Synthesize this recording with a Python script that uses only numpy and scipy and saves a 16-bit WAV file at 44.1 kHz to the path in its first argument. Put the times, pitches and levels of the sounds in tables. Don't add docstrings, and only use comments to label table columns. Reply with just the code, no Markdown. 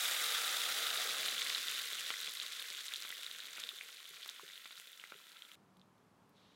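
import sys
import numpy as np
from scipy import signal
from scipy.fft import rfft, irfft, next_fast_len
from scipy.io import wavfile
from scipy.ndimage import uniform_filter1d

SR = 44100
rng = np.random.default_rng(int(sys.argv[2]) if len(sys.argv) > 2 else 0)


def transcribe(u):
    v = np.clip(np.atleast_2d(u).T, -1, 1)
    q = np.round(v * 32767).astype(np.int16)
    wavfile.write(sys.argv[1], SR, q)


N = 288855
TIME = np.arange(N) / SR
SCENE_CHANGE_S = 5.555


def gain_of(db):
    return 10 ** (np.asarray(db) / 20)


def unit_rms(x):
    return x / np.sqrt(np.mean(x ** 2) + 1e-20)


def steadied(x):
    return x / np.sqrt(np.abs(uniform_filter1d(x ** 2, 13000)) + 1e-20)


def flicker(samples):
    return unit_rms(uniform_filter1d(rng.standard_normal(N), samples))


def curves(rows):
    times, *columns = np.transpose(rows)
    return [np.interp(TIME, times, column) for column in columns]


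def swell(s, half_s):
    return np.exp(-((TIME - s) / half_s) ** 2)


def add(mix, s, sound):
    part = mix[round(s * SR):][:len(sound)]
    part += sound[:len(part)]


def low_cut(x, hz):
    return signal.sosfilt(signal.butter(2, hz, "highpass", fs=SR, output="sos"), x)


def colour(x, spectrum, size=4096):
    hz, db = np.transpose(spectrum)
    bin_hz = abs(np.fft.fftfreq(size, 1 / SR))
    log_gain = np.log(gain_of(np.interp(np.log(bin_hz + 1), np.log(hz), db)))
    taps = np.fft.ifft(np.exp(np.conj(signal.hilbert(log_gain)))).real
    return unit_rms(signal.oaconvolve(x, taps[:size // 2])[:N])


def three_bands(x):
    size = next_fast_len(N + 4096)
    hz, spectrum = np.fft.rfftfreq(size, 1 / SR), rfft(x, size)
    low = 1 / (1 + (hz / 1000) ** 8)
    high = 1 - 1 / (1 + (hz / 5000) ** 8)
    return [irfft(spectrum * share, size)[:N] for share in (low, 1 - low - high, high)]


def ring(hz, t60, rise_s):
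    t = np.arange(int(SR * t60) + 16) / SR
    wave = np.sin(2 * np.pi * hz * t) * gain_of(-60 * t / t60) * (1 - np.exp(-t / rise_s))
    return wave / abs(wave).max()


def bursts(per_s, spread_db, cap):
    chance = rng.random(N) * SR / per_s
    at = np.flatnonzero(chance < 1)
    out = np.zeros(N)
    out[at] = (-1) ** at * gain_of(spread_db * np.minimum(-np.log(chance[at]), cap))
    return out


def strays(per_s, start_db, centre_hz, octaves, fade_db_per_s=4, spread_db=0.5):
    wait, size, pitch = rng.random((120, 3)).T
    s = np.cumsum(-np.log(1 - wait)) / per_s
    db = start_db - fade_db_per_s * s + spread_db * (2 * size - 1)
    hz = centre_hz * 2 ** (octaves * (2 * pitch - 1))
    return list(np.transpose([s, db, hz])[s < SCENE_CHANGE_S])


def room(x, wet_db, t60):
    t = np.arange(12000) / SR
    decay = gain_of(-60 * t / t60) + 2 * np.exp(-t / 0.016)
    tail = rng.standard_normal(len(t)) * (t > 0.002) * decay
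    return x + gain_of(wet_db) * signal.oaconvolve(x, tail / np.linalg.norm(tail))[:N]


def kitchen():
    # f/Hz, density/dB
    rumble_spectrum = [(35, -29.5), (70, -18), (110, -16), (190, -7), (300, -13), (600, -17), (1100, -17),
                       (2000, -28), (5000, -35), (10000, -40), (12500, -41), (15500, -50)]
    hiss_spectrum = [(1200, -14), (2500, -12), (3700, -3), (5000, -14), (8000, -25), (14000, -39)]
    # f/Hz, level/dB
    hum_tones = [(107.7, -83), (145.3, -84), (186.8, -77.5)]
    # t/s, level/dB
    hiss_levels = [(6.3, -100), (6.37, -71), (6.55, -73)]
    rumble = gain_of(-69) * colour(rng.standard_normal(N), rumble_spectrum)
    hum = sum(gain_of(db) * unit_rms(np.sin(2 * np.pi * hz * TIME)) for hz, db in hum_tones)
    hiss = gain_of(curves(hiss_levels)[0]) * colour(rng.standard_normal(N), hiss_spectrum)
    return (rumble + hum + hiss) * (TIME >= SCENE_CHANGE_S)


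def chopsticks():
    # t/s, level/dB, starting f/Hz
    plops = [(1.053, -50, 504), (1.071, -52, 526), (3.730, -60.5, 434), (4.1065, -62, 450),
             (4.431, -52.5, 444), (5.149, -58, 470)]
    # t/s, level/dB
    bumps = [(4.107, -73), (4.137, -77), (4.431, -69), (4.779, -75), (5.149, -69)]
    fall_share, fall_s, rise_s, t60 = 0.47, 0.019, 0.0022, 0.029
    out, t = np.zeros(N), np.arange(4096) / SR
    glide = 1 - fall_share * (1 - np.exp(-t / fall_s))
    envelope = (1 - np.exp(-t / rise_s)) ** 2 * gain_of(-60 * t / t60)
    for s, db, hz in plops:
        plop = np.sin(2 * np.pi * np.cumsum(hz * glide) / SR) * envelope
        add(out, s, gain_of(db) * plop / abs(plop).max())
    for s, db in bumps:
        add(out, s, gain_of(db) * ring(hz=165, t60=0.1, rise_s=0.006))
    return room(out, wet_db=-6, t60=0.15)


def knocks():
    # t/s, level/dB, tilt/(dB per octave)
    strikes = [(1.9260, -42.5, -8), (2.1044, -24, 10), (2.2809, -37.5, 0), (2.7097, -45, -9),
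               (3.0504, -34, 10), (3.103, -44, -6), (3.4442, -40.5, 7), (3.5822, -37, 1.5),
               (3.892, -42.5, 8), (4.2603, -36, 11), (4.396, -47, 1), (4.6572, -35, 13), (4.7083, -39, 14),
               (5.0388, -41.5, 6), (5.1214, -34, 0.5)]
    # f/Hz, level/dB, t60/s
    modes = [(560, -4, 0.018), (915, 8.5, 0.0022), (1433, 11, 0.011), (2200, 11.5, 0.003),
             (3420, 0, 0.0038)]
    out = np.zeros(N)
    for s, db, tilt_db in strikes:
        knock = np.zeros(2048)
        for hz, mode_db, t60 in modes:
            strength = gain_of(mode_db + tilt_db * np.log2(hz / 1400))
            add(knock, 0, strength * ring(hz, t60, rise_s=0.00034))
        add(out, s, gain_of(db) * knock / abs(knock).max())
    return room(low_cut(out, 200), wet_db=-7, t60=0.11)


def flurries():
    # t/s, half length/s, level/dB, centre f/Hz
    patches = [(0.354, 0.0099, -40.5, 3500), (2.808, 0.011, -52, 5400), (2.866, 0.011, -49, 5860),
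               (2.967, 0.0088, -47, 4920), (3.024, 0.0035, -47, 5330), (3.25, 0.007, -53, 6000),
               (3.6, 0.0065, -47, 4350), (4.794, 0.028, -63, 9100)]
    out = np.zeros(N)
    for s, half_s, db, hz in patches:
        band = signal.butter(2, [0.5 * hz, 1.5 * hz], "bandpass", fs=SR, output="sos")
        ticks = signal.sosfilt(band, bursts(per_s=280, spread_db=0, cap=8))
        out += gain_of(db) * swell(s, half_s) * unit_rms(ticks)
    return out


def pops():
    # t/s, level/dB, f/Hz, t60/cycles
    large_pops = [(0.0635, -28, 3430, 8), (0.2434, -27, 3860, 30), (0.3224, -25, 3830, 8),
                  (0.3482, -29, 3460, 36), (0.3574, -31, 1780, 12), (0.4474, -32, 3660, 30),
                  (0.4783, -29, 3750, 32), (0.6171, -27.5, 3510, 30), (0.784, -28.5, 3210, 25),
                  (0.8291, -25, 3670, 30), (0.9054, -26.5, 3750, 30), (0.9122, -32, 1450, 9),
                  (0.9572, -34, 3440, 25), (0.961, -34, 1340, 21), (0.9741, -28, 3800, 36),
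                  (1.0932, -32, 3800, 36), (1.1418, -32.5, 1490, 8.7), (1.1715, -39, 1690, 7.7),
                  (1.2305, -30, 2300, 8), (1.2836, -24, 3080, 13), (1.2874, -27, 3910, 36),
                  (1.3808, -26.5, 3210, 24), (1.4179, -22.5, 3520, 22), (1.4194, -29, 2200, 12),
                  (1.4645, -28, 2120, 6.9), (1.5011, -26, 2200, 5), (1.5484, -22, 3920, 27),
                  (1.5508, -25, 3300, 6), (1.5616, -30, 1860, 3.8), (1.6835, -24.5, 3570, 20),
                  (1.7215, -34, 2700, 12), (1.7496, -32, 3600, 39), (1.987, -30.5, 2940, 16),
                  (2.0632, -30.5, 3800, 25), (2.1045, -26.5, 3320, 16), (2.112, -30, 2800, 4.7),
                  (2.1397, -32, 2000, 17), (2.2362, -42, 3510, 22), (2.2748, -32, 3400, 49),
                  (2.2947, -37, 3430, 7.3), (2.4, -26.5, 3870, 17), (2.4033, -43, 3780, 30),
                  (2.4146, -30.5, 3170, 22), (2.5338, -30, 3920, 11), (2.6244, -30.5, 3200, 4.7),
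                  (2.6421, -37.5, 1990, 6.2), (2.6848, -33, 3910, 8), (2.7025, -32, 3950, 9.7),
                  (2.7488, -30.5, 3500, 13), (2.7915, -32, 3600, 13), (2.8825, -32, 3830, 22),
                  (2.922, -32, 2450, 10), (2.9375, -26, 3560, 23), (2.9448, -31, 3340, 14),
                  (2.9594, -28.5, 3930, 23), (3.0232, -31.5, 4240, 9.1), (3.0538, -33, 3740, 19),
                  (3.1046, -29, 3360, 12), (3.1251, -34.5, 1990, 20), (3.2248, -35, 3830, 22),
                  (3.2332, -30.5, 3000, 4.9), (3.2645, -32.5, 3800, 31), (3.3131, -31, 3730, 19),
                  (3.4031, -32, 3850, 22), (3.4559, -35, 3720, 16), (3.4848, -39.5, 2270, 9.2),
                  (3.5752, -34, 2570, 9), (3.6376, -27, 3580, 16), (3.6904, -26, 3580, 18),
                  (3.6955, -37, 3540, 30), (3.7661, -39, 3660, 16), (3.7796, -40, 3540, 36),
                  (3.8109, -31.5, 2320, 12), (3.9834, -45, 2320, 12), (4.0028, -42, 3540, 15),
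                  (4.0633, -42, 3620, 16), (4.1649, -39, 3750, 5), (4.169, -41, 2320, 12),
                  (4.2206, -39, 3510, 15), (4.2302, -37, 3280, 13), (4.2912, -31, 3620, 22),
                  (4.3958, -42, 1070, 9.1), (4.4797, -38, 3360, 9), (4.4997, -43, 2030, 14),
                  (4.5343, -40, 3590, 22), (4.6031, -46, 3400, 16), (4.7129, -38, 3600, 11),
                  (4.7282, -44, 3750, 22), (4.7674, -41, 3700, 15), (4.7781, -40, 3830, 15),
                  (4.799, -35, 3200, 5.5), (4.9982, -39, 3010, 19), (5.0174, -44, 2700, 5),
                  (5.039, -36, 2100, 15), (5.1431, -41, 3000, 6.1), (5.3693, -41, 3570, 16),
                  (5.4217, -35.5, 3330, 18), (5.5169, -40, 3150, 10), (5.769, -56, 3620, 8),
                  (5.7965, -55, 4250, 12), (5.8153, -51.5, 3550, 18), (5.982, -65, 3600, 16)]
    # t/s, level/dB, f/Hz
    loud_spits = [(1.0465, -26, 12000), (1.2556, -26, 12000), (1.714, -21, 8500), (1.7913, -23, 12500),
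                  (1.9262, -25, 10900), (2.069, -28, 11000), (2.2124, -24, 12000), (2.2948, -27, 8500),
                  (2.3378, -24, 12000), (2.6248, -26, 11000), (2.7028, -30, 6500), (2.9377, -26, 7500),
                  (3.0923, -25, 12000), (3.1167, -27.5, 11000), (3.2336, -31, 11000), (3.2669, -34, 9000),
                  (3.5992, -29, 10000), (3.6935, -32, 12000), (3.8943, -43, 11000), (4.0916, -32, 12000),
                  (4.2603, -33, 5500), (4.2785, -27, 13500), (4.2975, -28, 6000), (4.7992, -32, 8500),
                  (4.8144, -37, 13000), (4.9183, -34, 13000), (5.772, -52, 10000), (5.98, -60, 11000),
                  (6.2955, -52, 14000)]
    stray_pops = strays(per_s=9, start_db=-31.5, centre_hz=3500, octaves=0.48)
    stray_spits = strays(per_s=17, start_db=-24, centre_hz=11100, octaves=0.53)
    stray_cycles = 13
    snap = gain_of(-15) * ring(hz=6700, t60=0.002, rise_s=0.00002)
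    out = np.zeros(N)
    for s, db, hz, cycles in list(large_pops) + [(*row, stray_cycles) for row in stray_pops]:
        add(out, s, gain_of(db) * ring(hz, t60=cycles / hz, rise_s=0.46 / hz))
        add(out, s, gain_of(db) * snap)
    for s, db, hz in list(loud_spits) + stray_spits:
        add(out, s, gain_of(db) * ring(hz, t60=4 / hz, rise_s=0.07 / hz))
    return room(low_cut(out, 700), wet_db=-12, t60=0.12)


def porcelain(x):
    # f/Hz, width/Hz, level/dB
    modes = [(465, 21, -1), (534, 30, -2.5), (634, 23, 0.5), (730, 47, -2), (804, 7.7, 6), (870, 20, -8),
             (970, 17, 4.5), (1058, 18, -9), (1140, 17, -9), (1270, 22, -7), (1390, 30, -11),
             (1960, 50, -11), (2090, 20, -7.5), (3000, 70, -17), (3500, 150, -7.5), (4740, 230, -6.5)]
    return x + sum(gain_of(db) * signal.lfilter(*signal.iirpeak(hz, hz / width, SR), x)
                   for hz, width, db in modes)


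def steam():
    hiss = rng.standard_normal(N)
    jets = low_cut(rng.standard_normal(N), 5200)
    return hiss + gain_of(3) * jets


def prickles(per_s, sizes=16):
    out = np.zeros(N)
    for hz in np.geomspace(4500, 15500, sizes):
        grain = ring(hz, t60=9 / hz, rise_s=0.5 / hz)
        clicks = bursts(per_s / sizes, spread_db=6, cap=4.2)
        out += np.sqrt(hz) * unit_rms(signal.oaconvolve(clicks, grain)[:N])
    return steadied(out)


def bubbles(per_s, sizes=36):
    out = np.zeros(N)
    for hz in np.geomspace(150, 9000, sizes):
        grain = ring(hz, t60=13 / hz, rise_s=0.16 / hz)
        clicks = bursts(per_s / sizes, spread_db=3, cap=6)
        strength = np.sqrt(hz) / (1 + (hz / 6500) ** 4)
        out += strength * unit_rms(signal.oaconvolve(clicks, grain)[:N])
    return steadied(out)


def boiling(per_s, steam_db):
    rate = per_s * gain_of(3 * flicker(300))
    snaps = gain_of(-3.5) * steadied(bursts(0.8 * rate, spread_db=4, cap=5.9))
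    hiss = gain_of(steam_db) * steam()
    bubbling = gain_of(-4.5) * (bubbles(2 * rate) + prickles(0.67 * rate))
    return porcelain(bubbling + snaps + hiss)


def surface_colour(x, surface):
    # f/Hz, level/dB
    open_oil = [(50, -33), (100, -33), (180, -23.5), (370, -18), (450, -11.5), (800, -10.5), (1020, -14.5),
                (1115, -15), (1165, -2.5), (1340, 0.5), (1700, -4), (2800, -5), (3350, -2.5), (3850, 1.5),
                (4250, -8), (7500, -8.5), (13000, -12), (15800, -12)]
    foam = [(50, -60), (100, -36), (170, -25.5), (480, -17.5), (800, -24), (990, -28), (1050, -10.5),
            (1230, -9.5), (1400, -5.5), (2000, -4.5), (2650, -6), (3300, 0), (3850, 1.5), (4800, -9),
            (7200, -11.5), (13000, -18), (15000, -21)]
    paste = [(50, -35), (100, -38), (170, -21.5), (280, -23), (480, -26), (800, -29), (1230, -10.5),
             (1310, 1), (1700, 1), (2000, 1.5), (2650, 1.5), (3300, 3), (3850, 3), (4800, -9), (7200, -9.5),
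             (9000, -12.5), (13000, -12), (15800, -17)]
    shares = [np.interp(surface, [0, 1, 2], corner) for corner in np.eye(3)]
    return sum(share * colour(x, spectrum) for share, spectrum in zip(shares, (open_oil, foam, paste)))


def sizzle():
    # t/s, level/dB, base burst rate/(1/s), relative steam level/dB, surface (0 to 2)
    cooling = [(0, -36, 8350, -1.5, 0.18), (1.0, -37.5, 5870, -6, 0.41), (1.7, -40.5, 3060, -4, 1.38),
               (2.4, -45, 1650, -6.5, 1.1), (3.2, -48.5, 1300, -4.5, 1.43), (4.05, -54, 996, -2.5, 1.44),
               (4.8, -56, 965, -1, 1.74), (5.5, -60, 910, -0.5, 2.1)]
    # t/s, relative level/dB
    burble_levels = [(0, -21), (1.15, -17.5), (1.65, -24), (2.8, -25.5), (3.6, -20.5), (4.7, -22.5),
                     (5.4, -13.5)]
    # t/s, level change/dB
    level_changes = [(2.95, -0.8), (3.63, 2.3), (4.25, 2), (4.52, 1.5), (4.74, 0.5), (5.02, -0.5),
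                     (5.33, 0)]
    level_db, per_s, steam_db, surface = curves(cooling)
    change_db = sum(db * swell(s, half_s=0.12) for s, db in level_changes)
    fresh_db = 3 * np.exp(-TIME / 0.65)
    sputter_db = -0.2 * np.minimum(surface, 1) * flicker(round(0.038 * SR))
    low, mid, high = three_bands(surface_colour(boiling(per_s, steam_db), surface))
    burble = gain_of(curves(burble_levels)[0] + change_db) * steadied(low)
    crackle = gain_of(-3 + change_db) * steadied(mid)
    fizz = gain_of(-7.5 + fresh_db + 0.54 * change_db + sputter_db) * steadied(high)
    return gain_of(level_db) * (burble + crackle + fizz) * (TIME < SCENE_CHANGE_S)


def scene():
    return (sizzle() + pops() + flurries() + knocks() + chopsticks() + kitchen())[None]


def record(dry):
    band_limit = signal.firwin(511, 15950, window=("kaiser", 9), fs=SR)
    return signal.oaconvolve(low_cut(dry, 55), band_limit[None], "same")


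dry = scene()
out = record(dry)
transcribe(out)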